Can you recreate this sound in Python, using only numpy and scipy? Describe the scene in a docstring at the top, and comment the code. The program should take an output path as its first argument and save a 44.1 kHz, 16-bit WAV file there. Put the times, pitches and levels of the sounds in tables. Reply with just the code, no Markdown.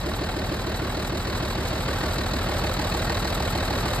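"""A six-cylinder diesel idles with its hood open. From the start, belts and fan rush behind a lumpy
boom from the uneven cylinders. Every firing thuds, knocks in the block, clatters and ticks at its
injector; covers rattle in turn, and a brighter rasp comes once a cycle. Over the first 2.7 seconds
a hand-held phone moves in over the engine, so the sound grows louder and brighter.
Then the phone stays close and the engine idles on to the end."""
import sys
import numpy as np
from scipy import signal
from scipy.fft import rfft, irfft
from scipy.io import wavfile
from scipy.ndimage import uniform_filter1d

SR = 44100
rng = np.random.default_rng(int(sys.argv[2]) if len(sys.argv) > 2 else 0)


def persist_wave(psi):
    """Save psi, clipped to +-1, as 16-bit WAV."""
    counts = np.round(np.clip(psi, -1, 1) * 32767).astype(np.int16)
    wavfile.write(sys.argv[1], SR, np.atleast_2d(counts).T)


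N = 176400  # 4 seconds
CYLINDERS = 6  # each fires once in an engine cycle
FIRING_HZ, SLOWING_HZ_PER_S, START_FIRINGS = 39.6, .034, -.05


def gain(db):
    """Turn decibels into a number to multiply by."""
    return 10 ** (np.asarray(db) / 20)


def normalize(x):
    """Scale a sound to an average strength (rms) of 1."""
    return x / np.sqrt(np.mean(x ** 2))


def at_each_pitch(points):
    """Read a table of pitch_hz, value at every pitch in the spectrum."""
    hz, value = np.array(points, float).T
    return np.interp(np.log(np.maximum(np.fft.rfftfreq(N, 1 / SR), 1)), np.log(hz), value)


def colour(x, tone):
    """Turn pitches up or down by a table of pitch_hz, level_db."""
    return irfft(rfft(x) * gain(at_each_pitch(tone)), N)


def shape_tone(x, tone, even_hz):
    """Even out chance peaks over a band even_hz wide, then colour and normalize the sound."""
    spectrum = rfft(x)
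    power = uniform_filter1d(np.abs(spectrum) ** 2, max(int(even_hz * N / SR), 1), axis=1)
    flat = irfft(spectrum / np.sqrt(np.abs(power) + 1e-12), N)
    return normalize(colour(flat, tone))


def drift(rate_hz):
    """A smooth random wander, roughly between -1 and 1."""
    hold = int(SR / rate_hz)
    steps = rng.standard_normal(256)[np.arange(N) // hold]
    return 1.3 * uniform_filter1d(uniform_filter1d(steps, hold), hold)


def firing_count():
    """How many firings have gone by; the idle slows very slightly."""
    t = np.arange(N) / SR
    return START_FIRINGS + FIRING_HZ * t - SLOWING_HZ_PER_S * t ** 2 / 2


def cycle_times(place):
    """The times in seconds when each cycle reaches a place, counted in firings from 0 to 6."""
    steady_s = (np.arange(-1, 28) * CYLINDERS + place - START_FIRINGS) / FIRING_HZ
    return steady_s + SLOWING_HZ_PER_S * steady_s ** 2 / (2 * FIRING_HZ)


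# How the level rises as the phone moves in: time_s, level_db
APPROACH = [(0, -3), (1, -2.5), (2, -0.53), (2.7, 0.5), (4, 0.5)]

def nearness(follow):
    """Gain as the phone moves in; follow multiplies the decibels, so a negative one fades a sound."""
    return gain(follow * np.interp(np.arange(N) / SR, *np.array(APPROACH).T))


# The notes at which the block and covers ring: pitch_hz, level_db
METAL_NOTES = [(327, 1), (578, 1.5), (640, 2), (868, -2.5), (1141, 7.5), (1543, -3.5), (1871, 7), (2611, 9),
               (3754, 7.5), (4150, 0.5), (4457, 1), (4963, 5)]

def metal_ring(fade_s):
    """Struck metal: a noisy ring that dies by 60 dB in fade_s, plus a few clear notes."""
    t = np.arange(6000) / SR
    build_up = 1 - np.exp(-t / (.025 * fade_s))
    noisy = rng.standard_normal((2, len(t))) * gain(-60 * t / fade_s) * build_up
    notes = sum(gain(db) * np.sin(2 * np.pi * (hz * t + rng.random((2, 1)))) for hz, db in METAL_NOTES)
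    ring = noisy + gain(-27) * notes * gain(-60 * t / .077)
    return ring / np.sqrt(np.sum(ring ** 2, axis=1, keepdims=True))


def hits(place, late_s, spread_s, jitter_s, jitter_db, fade_s, count):
    """A burst of small hits rings the metal at the same place in every cycle, never quite alike."""
    start_s = cycle_times(place) + late_s
    chance = rng.standard_normal((len(start_s), 2, count))
    progress = (np.arange(count) + rng.random(count) / 2) / count
    hit_s = start_s[:, None] + spread_s * progress + jitter_s * chance[:, 0]
    push_pull = (-1.) ** np.arange(count)
    strength = gain(jitter_db * chance[:, 1]) * (1 - progress / 2) * push_pull
    at = (hit_s * SR).astype(int)
    heard = (at >= 0) & (at < N)
    clicks = np.bincount(at[heard], strength[heard], N)
    return signal.oaconvolve(clicks[None], metal_ring(fade_s), axes=1)[:, :N]


# The tone of the rushing air: pitch_hz, level_db
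AIR_TONE = [(20, -22), (60, 4.5), (130, 5.5), (300, -7), (600, 1.5), (1200, -5.5), (2500, -11.5),
            (4500, -13), (7500, -27), (15000, -38)]

def air_rush():
    """Belts, fan and intake air make a hiss that swells a little with every firing."""
    air = normalize(colour(rng.standard_normal((2, N)), AIR_TONE))
    swell_db = -np.cos(2 * np.pi * (firing_count() - .89))
    return air * gain(-31.5 + swell_db + drift(6.8)) * nearness(.98)


# The tones of bright ticks and of valve clatter, also used further down: pitch_hz, level_db
TICK_TONE = [(3000, -1), (6000, -0.5), (8200, 4), (9500, 0.5), (10800, -10.5), (11600, 4.5), (12800, -3),
             (15000, -7)]
CLATTER_TONE = [(1500, 1), (2500, 0.5), (3400, -13.5), (3900, 5), (4150, 2), (4600, .5), (5300, -9.5),
                (6300, -7.5), (7300, -15.5), (12000, -24)]

def valve_clicks():
    """The valve gear gives off dry stray clicks, thickest just after each firing."""
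    chance, size = rng.random(N), rng.exponential(1, N)
    clicks_per_s = 260 * (1 + np.cos(2 * np.pi * (firing_count() - .4)))
    clicks = (chance < clicks_per_s / SR) * gain(3.2 * np.minimum(size, 4))
    ringing = signal.oaconvolve(clicks[None], metal_ring(fade_s=.007), axes=1)[:, :N]
    bright = gain(-52) * shape_tone(ringing, TICK_TONE, even_hz=400)
    duller = gain(-51.5) * shape_tone(ringing, CLATTER_TONE, even_hz=400)
    return (bright + duller) * nearness(1.7)


def rasp():
    """A bright, uneven scrape and its bounce once a cycle, perhaps from the fuel pump."""
    scrape = hits(0, -.001, spread_s=.015, jitter_s=.0012, jitter_db=4.5, fade_s=.013, count=8)
    bounce = hits(0, .015, spread_s=.0055, jitter_s=.0015, jitter_db=2.5, fade_s=.09, count=3)
    return gain(-51) * shape_tone(scrape + gain(-5) * bounce, TICK_TONE, even_hz=200) * nearness(1)


# Loose covers and pipes: peak_place_firings, pitch_hz, swell_s, level_db, nearness_factor
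LOOSE_PARTS = [(.55, 860, 0.0031, -32.5, 0.5), (.65, 1300, 0.0031, -32, 4.5),
               (1.5, 650, 0.0021, -34.5, 3.5), (2.3, 174, 0.0069, -33, 3.5), (2.5, 298, 0.0056, -35, -2),
               (2.5, 4150, 0.0062, -40, 1.5), (2.6, 826, 0.0025, -29, 14.5), (2.95, 370, .005, -36, -2),
               (3.3, 253, 0.0058, -33.5, 1), (3.7, 615, 0.0076, -32.5, 0.8), (4.0, 368, 0.0069, -39, -1.8),
               (4.5, 3800, 0.0034, -34, 2.5), (4.9, 538, 0.003, -28, 3), (4.95, 204, 0.0074, -37, -2.5),
               (5.5, 4000, 0.0054, -41.5, -1.8), (5.55, 746, 0.0028, -29, 1)]

def rattles():
    """Each loose part rings briefly once a cycle, with tiny changes in timing and pitch."""
    out, t = np.zeros((2, N)), np.arange(4000) / SR
    for place, hz, swell_s, db, follow in LOOSE_PARTS:
        starts = cycle_times(place) - swell_s
        part, phase = np.zeros((2, N)), rng.random((2, 1))
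        envelope = t / swell_s * np.exp(1 - t / swell_s)
        for start_s in starts:
            late_s, detune = rng.normal(0, .00012), rng.normal(0, .01)
            at = int((start_s + late_s) * SR) + np.arange(len(t))
            heard = (at >= 0) & (at < N)
            ring = envelope * np.sin(2 * np.pi * (hz * (1 + detune) * (t - swell_s) + phase))
            part[:, at[heard]] += gain(db) * ring[:, heard]
        out += part * nearness(follow)
    return out * gain(.5)


# The low tones that make up the boom: waves_per_cycle, level_db
BOOM_TONES = [(4, -57), (5, -43), (6, -35.5), (7, -34.5), (9, -40), (10, -36.5), (11, -35.5), (12, -40),
              (13, -40), (14, -35.5), (16, -36), (17, -47.5), (19, -45.5), (20, -39), (21, -44.5),
              (22, -49.5), (24, -51.5), (25, -45.5), (26, -50), (27, -41), (28, -45), (30, -46.5)]
# When each pitch of the boom arrives: pitch_hz, delay_s
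BOOM_DELAYS = [(43, .021), (53, .031), (82, .134), (100, .141), (115, .193)]

def boom():
    """Uneven cylinders make low tones; higher ones arrive later, so each cycle sweeps upward."""
    cycles, cycle_hz, out = firing_count() / CYLINDERS, FIRING_HZ / CYLINDERS, 0
    for waves, db in BOOM_TONES:
        passed_hz = (np.arange(CYLINDERS, waves) + .5) * cycle_hz
        lag_turns = cycle_hz * np.sum(np.interp(passed_hz, *np.array(BOOM_DELAYS).T))
        out += gain(db + .3 * drift(4.8)) * np.cos(2 * np.pi * (waves * cycles - lag_turns))
    return out * nearness(.84)


# The tones of the deep thud and of the hard knock: pitch_hz, level_db
THUD_TONE = [(80, -35), (120, -17), (165, -1), (210, 1), (260, 1), (330, 1.5), (420, -2), (520, -6),
             (700, -16), (1200, -40)]
KNOCK_TONE = [(200, -13.5), (420, -9), (520, -2.5), (620, 1), (730, -4.5), (860, -2), (1050, -1),
              (1300, -4.5), (1550, -1), (1850, -7.5), (2300, -10), (3200, -9.5), (5000, -41), (9000, -43)]
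# How each cylinder fires, one row each: late_s, thud_db, knock_db, tick_db
CYLINDER_HITS = [(.003, -7, -1.5, 4), (0, -3.5, 3.5, -7.5), (-.001, 0, 4.5, 2.5), (.001, -2, 2.5, 3),
                 (.002, -2, 0.5, 2), (.001, -2.5, 3.5, 1.5)]

def firings():
    """Each cylinder thuds, knocks, sets the valve gear clattering and ticks at its injector."""
    thud = knock = clatter = tick = 0
    for place, (late_s, thud_db, knock_db, tick_db) in enumerate(CYLINDER_HITS):
        thud += gain(thud_db) * hits(
            place, .005 + late_s, spread_s=.022, jitter_s=.00033, jitter_db=.5, fade_s=.17, count=3)
        knock += gain(knock_db) * hits(
            place, .009 + late_s, spread_s=.009, jitter_s=.00018, jitter_db=1.5, fade_s=.059, count=3)
        clatter += gain(knock_db / 2) * hits(
            place, .007, spread_s=.010, jitter_s=.0005, jitter_db=3.5, fade_s=.049, count=5)
        tick += gain(tick_db) * hits(
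            place, .005, spread_s=.011, jitter_s=.0008, jitter_db=4.5, fade_s=.087, count=6)
    return (gain(-35.5) * shape_tone(thud, THUD_TONE, even_hz=24) * nearness(.052)
            + gain(-36) * shape_tone(knock, KNOCK_TONE, even_hz=267) * nearness(.82)
            + gain(-36) * normalize(colour(clatter, CLATTER_TONE)) * nearness(1.25)
            + gain(-44.5) * shape_tone(tick, TICK_TONE, even_hz=900) * nearness(1.46))


# How alike left and right sound: pitch_hz, likeness_0_to_1
MIC_LIKENESS = [(80, .998), (300, .96), (800, .89), (1400, .77), (1900, .8), (2500, .6), (5000, .65),
                (6000, .9), (15000, .93)]
# How far the left wave runs ahead of the right: pitch_hz, lead_radians
LEFT_LEAD = [(80, -0.0), (400, -0.5), (1200, -0.5), (2000, 0.6), (2700, 2.6), (3800, 1.0), (5000, 1.3),
             (5900, 3.1), (8000, 6.3), (10200, 9.4), (12400, 12.6), (14700, 15.7)]

def microphones(sound):
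    """The phone's two microphones hear the same bass, but the treble is less alike and out of step."""
    shared, apart = rfft(sound)  # row 0 is common to both sides, row 1 sets them apart
    alike = np.clip(at_each_pitch(MIC_LIKENESS), 0, 1)
    shared, apart = shared * np.sqrt((1 + alike) / 2), apart * np.sqrt((1 - alike) / 2)
    shift = np.exp(1j * at_each_pitch(LEFT_LEAD) / 2)
    return irfft(np.array([(shared + apart) * shift, (shared - apart) / shift]), N)


def scene():
    """The whole engine as heard at the phone, a touch louder on the right."""
    engine = microphones(firings() + rattles() + rasp() + valve_clicks() + air_rush()) + boom()
    return engine * gain([[-.12], [.12]])


def record(dry):
    """The phone cuts off the highest treble, above 15800 Hz."""
    return signal.sosfilt(signal.ellip(10, .2, 80, 15800, fs=SR, output="sos"), dry)


dry = scene()
out = record(dry)
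persist_wave(out)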